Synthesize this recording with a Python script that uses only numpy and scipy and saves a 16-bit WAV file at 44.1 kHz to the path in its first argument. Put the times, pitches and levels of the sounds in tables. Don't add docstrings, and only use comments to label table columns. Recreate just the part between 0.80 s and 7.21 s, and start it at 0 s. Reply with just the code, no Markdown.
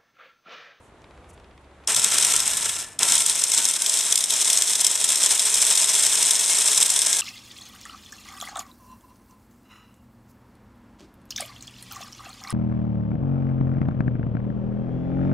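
import sys
import numpy as np
from scipy import signal
from scipy.fft import rfft, irfft
from scipy.io import wavfile
from scipy.ndimage import uniform_filter1d

SR = 44100
rng = np.random.default_rng(int(sys.argv[2]) if len(sys.argv) > 2 else 0)


def pcm_store(signal):
    levels = np.round(np.clip(np.atleast_2d(signal), -1, 1) * 32767)
    wavfile.write(sys.argv[1], SR, levels.astype(np.int16).T)


N = 282681
PAD = N + 8192
T = np.arange(N) / SR
HZ = np.fft.rfftfreq(PAD, 1 / SR) + 1

# start in seconds, power cut in seconds (the last lies past the end),
# beam drone against the rattle in dB, extra drone just after the start in dB.
TRIGGER_PULLS = [(1.074, 2, -11.5, 5), (2.196, 7, -14.5, 11)]
# time in seconds, level in dB.
HAND_LOAD = [(1.07, -22.5), (1.25, -23.5), (1.35, -20.5), (1.55, -21.5), (1.68, -24.5), (1.78, -23.5),
             (1.95, -29.5), (2.04, -27), (2.19, -24), (2.3, -19.5), (2.45, -22.5), (2.65, -24),
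             (2.8, -20.5), (2.98, -25.5), (3.2, -22), (3.5, -25.5), (3.7, -20.5), (3.9, -22), (4.17, -23.5),
             (4.45, -19.5), (4.6, -22.5), (4.8, -19.5), (5.0, -20.5), (5.45, -19), (5.6, -22),
             (5.75, -19.5), (6.15, -22), (6.41, -21.5)]
# time in seconds, strength of the knock in dB.
GEAR_CLASHES = [(1.0748, -4.5), (1.1465, -2.5), (1.1643, 1), (1.1962, -4), (1.227, -10), (1.2444, 2),
                (1.2878, -13), (1.3841, -0.5), (1.4263, -1.5), (1.448, -0.5), (1.4699, -12), (1.5208, -1),
                (1.5637, -1), (1.6028, -3), (1.661, -18), (1.678, -5.5), (1.771, -2.5), (1.8948, -4.5),
                (2.191, -3), (2.231, 2), (2.2866, -4), (2.3215, -2.5), (2.354, -2), (2.3789, -2.5),
                (2.4208, -5), (2.4632, -1), (2.4973, -1), (2.596, -7), (2.618, -12), (2.6385, 2.5),
                (2.7185, 0), (2.746, -10), (2.7774, -3), (2.853, 1.5), (2.8875, -3), (2.9111, -6),
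                (2.9383, -5.5), (3.0203, -1.5), (3.0624, 0), (3.0962, 0), (3.1399, -3), (3.1725, -7),
                (3.189, -7), (3.2115, -12), (3.3257, -0.5), (3.357, 1.5), (3.3768, 0), (3.407, -3.5),
                (3.4398, -2.5), (3.5056, -1), (3.614, -8), (3.647, -6), (3.7009, 2), (3.7316, -0.5),
                (3.774, -1), (3.822, 2), (3.8777, -16), (3.8958, -11), (3.9338, -2), (3.9546, -2.5),
                (4.0103, -3.5), (4.0466, 0), (4.067, 2.5), (4.1135, -6.5), (4.203, -19), (4.243, -2),
                (4.29, -2), (4.3214, -11), (4.357, -5), (4.4317, -7), (4.4612, -3), (4.5948, -3),
                (4.6194, -11), (4.6856, -25), (4.7421, 1), (4.8176, -2), (4.8567, -16), (4.8817, -8),
                (4.9234, -9), (4.954, -2.5), (4.975, -3), (5.0324, -7), (5.0966, -4), (5.152, -4),
                (5.266, -3), (5.3544, -6.5), (5.428, 0.5), (5.4519, -11), (5.48, -16), (5.5087, -0.5),
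                (5.5541, -3.5), (5.5975, -10), (5.6399, -9), (5.6797, -6), (5.7556, -7), (5.819, -8),
                (5.865, -12), (5.9465, -8), (5.9762, -0.5), (6.0104, -7), (6.0274, 2), (6.06, -5),
                (6.1026, 1), (6.1628, -4), (6.1915, 0), (6.2184, -4.5), (6.3291, 0.5), (6.3485, -5),
                (6.3685, -5.5), (6.3871, -11)]
# frequency in Hz, relative level in dB per Hz.
HOUSING_SPECTRUM = [(1060, -63.5), (1800, -28), (2300, -34.5), (2470, -14.5), (2950, -20), (3440, -2),
                    (4680, -13), (5210, -5.5), (6890, -5.5), (8180, -0.5), (9280, -8.5), (10300, -10.5),
                    (13900, -23.5), (14400, -52), (15500, -56)]
# frequency in Hz, width in Hz (at least 1/45 of it is used), hump in dB.
HOUSING_RESONANCES = [(2160, 120, 23), (3148, 86, 9), (3530, 160, -3), (4140, 50, 0), (5343, 67, 5.5),
                      (5930, 42, 3.5), (6340, 200, 2.5), (6700, 73, 2.5), (7550, 640, 4), (8440, 320, 4.5),
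                      (9090, 40, 7.5), (9500, 630, 6.5), (11340, 160, 4)]
# frequency in Hz, relative level in dB per Hz.
BEAM_SPECTRUM = [(59, -60), (100, -17), (308, -9.5), (421, -7.5), (514, -7.5), (627, -4), (1170, -3.5),
                 (3000, 1.5), (3900, -47), (6600, -120)]
# frequency in Hz, width in Hz, hump in dB.
BEAM_RESONANCES = [(934, 56, 7), (1042, 46, 5), (1740, 270, 1)]
# frequency in Hz, width in Hz, level in a shallow hole and in a deep one in dB against the push.
BEAM_LOW_RESONANCES = [(125, 50, -25, -35.5), (199, 75, -21, -28), (426.5, 34, -21, -18.5),
                       (640.4, 51, -21, -17), (1357, 48, -12.5, -22)]
# time in seconds, centre pitch in Hz, centre level in dB.
WHINE_SPELLS = [
    [(1.72, 1710, -40), (1.85, 1723, -43), (2.05, 1750, -47), (2.18, 1713, -58)],
    [(2.7, 1440, -68), (2.8, 1484, -38), (2.92, 1550, -56), (3.05, 1556, -44)],
    [(6.05, 1594, -56), (6.2, 1620, -44), (6.41, 1630, -41)],
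]
# time in seconds, centre level in dB.
SQUEAL_LEVEL = [(1.2, -57), (1.4, -50), (1.7, -44), (1.9, -47), (2.05, -58)]
# frequency in Hz, left minus right of the shared sound in dB,
# gain of the unrelated part in dB.
STEREO_BALANCE = [(300, -0.9, -66), (930, -0.3, -60), (3600, 0.1, -70.5), (4180, 0, -8), (5300, 5, -10.5),
                  (7200, 1.5, -13), (9600, 0, -15), (11300, -7, 1.5), (12750, -9, 3), (14900, 29, -2)]
# time in seconds, strength of the body in dB, edge against body in dB.
SINGLE_TICKS = [(0.2183, -56, 8), (0.5988, -45, -3), (1.038, -43, -10), (1.046, -52, 5)]
# frequency in Hz, width in Hz, relative level in dB.
TICK_RESONANCES = [(1000, 600, 3), (2300, 900, 0), (3500, 900, -4), (4700, 900, -9)]
# loudest moment in seconds, relative level in dB, Gaussian spread in seconds.
RUSTLE_PUFFS = [(0.048, -66, 0.033), (0.501, -54.5, 0.008), (0.54, -59, 0.007), (.815, -68, 0.0045)]
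# frequency in Hz, relative level in dB per Hz.
AIR_SPECTRUM = [(12, -6), (20, 13.5), (71, -5), (170, -7), (373, -3), (1070, -9), (3640, -23.5),
                (5040, -32), (8200, -31), (11400, -33), (13000, -61)]
# frequency in Hz, gain of the side signal in dB.
AIR_SIDE_GAIN = [(60, -14), (300, -15), (1300, -9), (3000, -5), (7000, -1)]
# time in seconds, relative level in dB.
RUMBLE_SWELL = [(0.0, -55), (0.46, -46.5), (1.3, -59), (1.55, -45), (2.0, -49), (2.7, -58), (3.0, -66),
                (4.8, -59.5), (6.41, -62)]
# time in seconds, pitch in Hz, relative level in dB.
HUM_GLIDE = [(0.0, 81, -59), (0.074, 86.3, -75), (0.37, 68, -55.5), (1.22, 69.8, -56.5), (1.344, 77.5, -66),
             (1.5, 74.5, -68)]

SPIN_UP_S, START_DB = 0.008, -5
COAST_DB_PER_S, COAST_DRONE_DB_PER_S = -180, -130
JOLT_S = 0.063
TAPS_PER_S = 600
WOBBLE_DB, FLUTTER_DB = 0.56, 2
WOBBLE_PER_S, FLUTTER_PER_S = 60, 200
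MAINS_RIPPLE_HZ, RIPPLE_DB = 120, 0.5
SMALL_CLASHES_PER_S = 25
SMALL_CLASH_DB, SMALL_CLASH_SPREAD_DB = 6.5, 2
BOUNCE_S, BOUNCE_GAIN = 0.00324, 0.41
CHATTER_DB = -24
TOP_END_HZ, TOP_END_BLUR = 10800, 0.79
DEEPENS_S, DEEPENS_OVER_S = 2.97, 0.14
SQUEAL_HZ = 11420
TRAIN_START_S, TRAIN_PERIOD_S, TRAIN_COUNT = .2418, .0669, 11
TRAIN_DB, TRAIN_EDGE_DB, TRAIN_SPREAD_DB = -42.5, -12, 2.5
TRAIN_FADES_S, TRAIN_FADE_DB_PER_S = .7, -29
AIR_MID_DB, AIR_SIDE_DB = -50.5, -53
TOP_HZ = 15700


def drill():
    load_db = curve([HAND_LOAD], column=1, outside=-23)
    rattle_db = load_db + trigger(COAST_DB_PER_S)
    drone_level_db = load_db + trigger(COAST_DRONE_DB_PER_S) + drone_db()
    shake, knocks = rattle(), clashes(rattle_db)
    force = undb(rattle_db) * shake + knocks
    push = undb(drone_level_db) * level(fade(shake, 0.0047), 0)
    push += undb(-36) * uniform_filter1d(knocks, size=200)
    shared, unrelated = [housing(f) + beam(push) for f in contact_forces(force)]
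    return stereo(shared + beam_low_rings(push) + whine() + squeal(), unrelated)


def trigger(coast_db_per_s):
    out = np.full(N, -90.)
    for on, cut, *_ in TRIGGER_PULLS:
        swell = START_DB * np.exp(-(T - on).clip(0) / SPIN_UP_S)
        coast = coast_db_per_s * (T - cut).clip(0)
        out[T >= on] = (swell + coast)[T >= on]
    return out


def rattle():
    bunch = undb(WOBBLE_DB * walk(WOBBLE_PER_S) + FLUTTER_DB * walk(FLUTTER_PER_S))
    ripple = undb(RIPPLE_DB * np.sin(2 * np.pi * MAINS_RIPPLE_HZ * T))
    size = undb(np.minimum(2.5 * rng.exponential(size=N), 9))
    taps = (rng.random(N) < TAPS_PER_S / SR) * size
    return level(bunch * ripple * (fade(taps, 0.0002) + 0.63), 0)


def clashes(rattle_db):
    small_db = rattle_db + SMALL_CLASH_DB + SMALL_CLASH_SPREAD_DB * noise()
    small = (rng.random(N) < SMALL_CLASHES_PER_S / SR) * undb(small_db)
    timed = np.zeros(N)
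    for s, db in GEAR_CLASHES:
        timed[int(s * SR)] = undb(db)
    hits = timed + small
    bounced = hits + BOUNCE_GAIN * np.roll(hits, int(BOUNCE_S * SR))
    sharp = fade(fade(bounced, 0.00016), 0.00069) / (0.00036 * SR)
    chatter = np.convolve(timed, np.hanning(400), "same")
    return sharp + undb(CHATTER_DB) * chatter


def contact_forces(force):
    blurred = np.sqrt(fade(force ** 2, 0.0031) / (0.0043 * SR))
    crisp = force * np.sign(noise())
    smear_in = np.sqrt(TOP_END_BLUR) * blurred * noise()
    crisp_out = (1 - np.sqrt(1 - TOP_END_BLUR)) * crisp
    top = signal.butter(4, TOP_END_HZ, "high", fs=SR, output="sos")
    crisp += signal.sosfiltfilt(top, smear_in - crisp_out)
    return crisp, blurred * noise()


def housing(force):
    return colour(force, even(shape(HOUSING_SPECTRUM, rings=HOUSING_RESONANCES)))


def beam(push):
    return colour(push * noise(), even(shape(BEAM_SPECTRUM, rings=BEAM_RESONANCES)))


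def drone_db():
    out = np.zeros(N)
    for on, _, below_db, jolt_db in TRIGGER_PULLS:
        out[T >= on] = (below_db + jolt_db * np.exp(-(T - on).clip(0) / JOLT_S))[T >= on]
    return out


def beam_low_rings(push):
    depth = 1 / (1 + np.exp(-(T - DEEPENS_S) / DEEPENS_OVER_S))
    out = np.zeros(N)
    for hz, width, shallow_db, deep_db in BEAM_LOW_RESONANCES:
        ring = level(band(noise(), hz - width / 2, hz + width / 2), 0)
        out += push * undb(shallow_db + (deep_db - shallow_db) * depth) * ring
    return out


def whine():
    hz = curve(WHINE_SPELLS, column=1, outside=1500)
    return waver(hz, curve(WHINE_SPELLS, column=2, outside=-160), 16)


def squeal():
    return waver(SQUEAL_HZ, curve([SQUEAL_LEVEL], column=1, outside=-160), 40.3)


def stereo(shared, unrelated):
    tilt = shape(STEREO_BALANCE) / 2
    side = weigh(unrelated, shape(STEREO_BALANCE, column=2))
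    return np.array([weigh(shared, s * tilt) + s * side for s in (1, -1)])


def ticks():
    body, edge = np.zeros((2, N))
    times = TRAIN_START_S + TRAIN_PERIOD_S * np.arange(TRAIN_COUNT)
    chance = TRAIN_SPREAD_DB * rng.standard_normal((TRAIN_COUNT, 2))
    train_db = TRAIN_DB + TRAIN_FADE_DB_PER_S * (times - TRAIN_FADES_S).clip(0) + chance[:, 0]
    train = list(zip(times, train_db, TRAIN_EDGE_DB + chance[:, 1]))
    for s, db, edge_db in train + SINGLE_TICKS:
        body[int(s * SR)] = undb(db)
        edge[int(s * SR)] = undb(db + edge_db)
    swell = uniform_filter1d(fade(body, 0.0029), size=90)
    ring = sum(undb(db) * band(swell * noise(), f - w / 2, f + w / 2) for f, w, db in TICK_RESONANCES)
    return undb(6.0) * ring + band(fade(edge, 0.0018) * noise(), 4200, 8700)


def rustles():
    swell = sum(undb(db) * np.exp(-((T - s) / width) ** 2 / 2) for s, db, width in RUSTLE_PUFFS)
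    return 2 * band(band(swell * noise(), 5500, 11000), 5500, 11000)


def outdoors():
    drift = undb(1.2 * walk(7.4))
    air = level(colour(noise(), shape(AIR_SPECTRUM)) * drift, AIR_MID_DB)
    side = level(colour(noise(), shape(AIR_SPECTRUM)), AIR_SIDE_DB)
    side = weigh(side, shape(AIR_SIDE_GAIN))
    mid = band(air, 135, 9800) + rumble() + hum()
    apart = band(side, 130, 12000) + undb(-20.5) * rumble()
    return mid + apart * np.array([[1], [-1]])


def rumble():
    swell = undb(curve([RUMBLE_SWELL], column=1, outside=-90))
    return level(band(noise(), 38, 142), -6) * swell


def hum():
    phase = 2 * np.pi * np.cumsum(curve([HUM_GLIDE], column=1, outside=78)) / SR
    return np.sin(phase) * undb(curve([HUM_GLIDE], column=2, outside=-96) + 2.5)


def undb(db):
    return 10 ** (np.asarray(db) / 20)


def level(x, db):
    return x * undb(db) / np.sqrt(np.mean(x ** 2))


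def noise():
    return rng.standard_normal(N)


def walk(rate):
    k = int(SR / rate)
    steps = np.repeat(rng.standard_normal(N // k + 1), k)
    return 1.43 * uniform_filter1d(uniform_filter1d(steps, k), k)[:N]


def curve(tables, column, outside):
    out = np.full(N, float(outside))
    for rows in map(np.array, tables):
        inside = (T >= rows[0, 0]) & (T <= rows[-1, 0])
        out[inside] = np.interp(T[inside], rows[:, 0], rows[:, column])
    return out


def waver(hz, db, wobble_hz):
    phase = 2 * np.pi * np.cumsum(hz + wobble_hz * walk(80)) / SR
    return np.sin(phase) * undb(db + 1.5 * walk(50))


def fade(x, seconds):
    return signal.lfilter([1], [1, -np.exp(-1 / (seconds * SR))], x)


def band(x, lo_hz, hi_hz):
    return signal.sosfilt(signal.butter(2, [lo_hz, hi_hz], "band", fs=SR, output="sos"), x)


def shape(points, column=1, rings=()):
    p = np.array(points)
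    humps = sum(db / (1 + (2 * (HZ - f) / max(w, f / 45)) ** 2) for f, w, db in rings)
    return np.interp(np.log(HZ), np.log(p[:, 0]), p[:, column]) + humps


def even(db):
    return db - 10 * np.log10(np.mean(undb(2 * db)))


def colour(x, db):
    c = irfft(np.log(10) * db / 20, PAD)
    c[1:PAD // 2] *= 2
    c[PAD // 2 + 1:] = 0
    return irfft(rfft(x, PAD) * np.exp(rfft(c)), PAD)[:N]


def weigh(x, db):
    return irfft(rfft(x, PAD) * undb(db), PAD)[:N]


def scene():
    return drill() + ticks() + rustles() + outdoors()


def record(dry):
    low_pass = signal.ellip(12, .2, 90, TOP_HZ, fs=SR, output="sos")
    return signal.sosfilt(low_pass, np.clip(dry, -.82, .82))


dry = scene()
out = record(dry)
pcm_store(out)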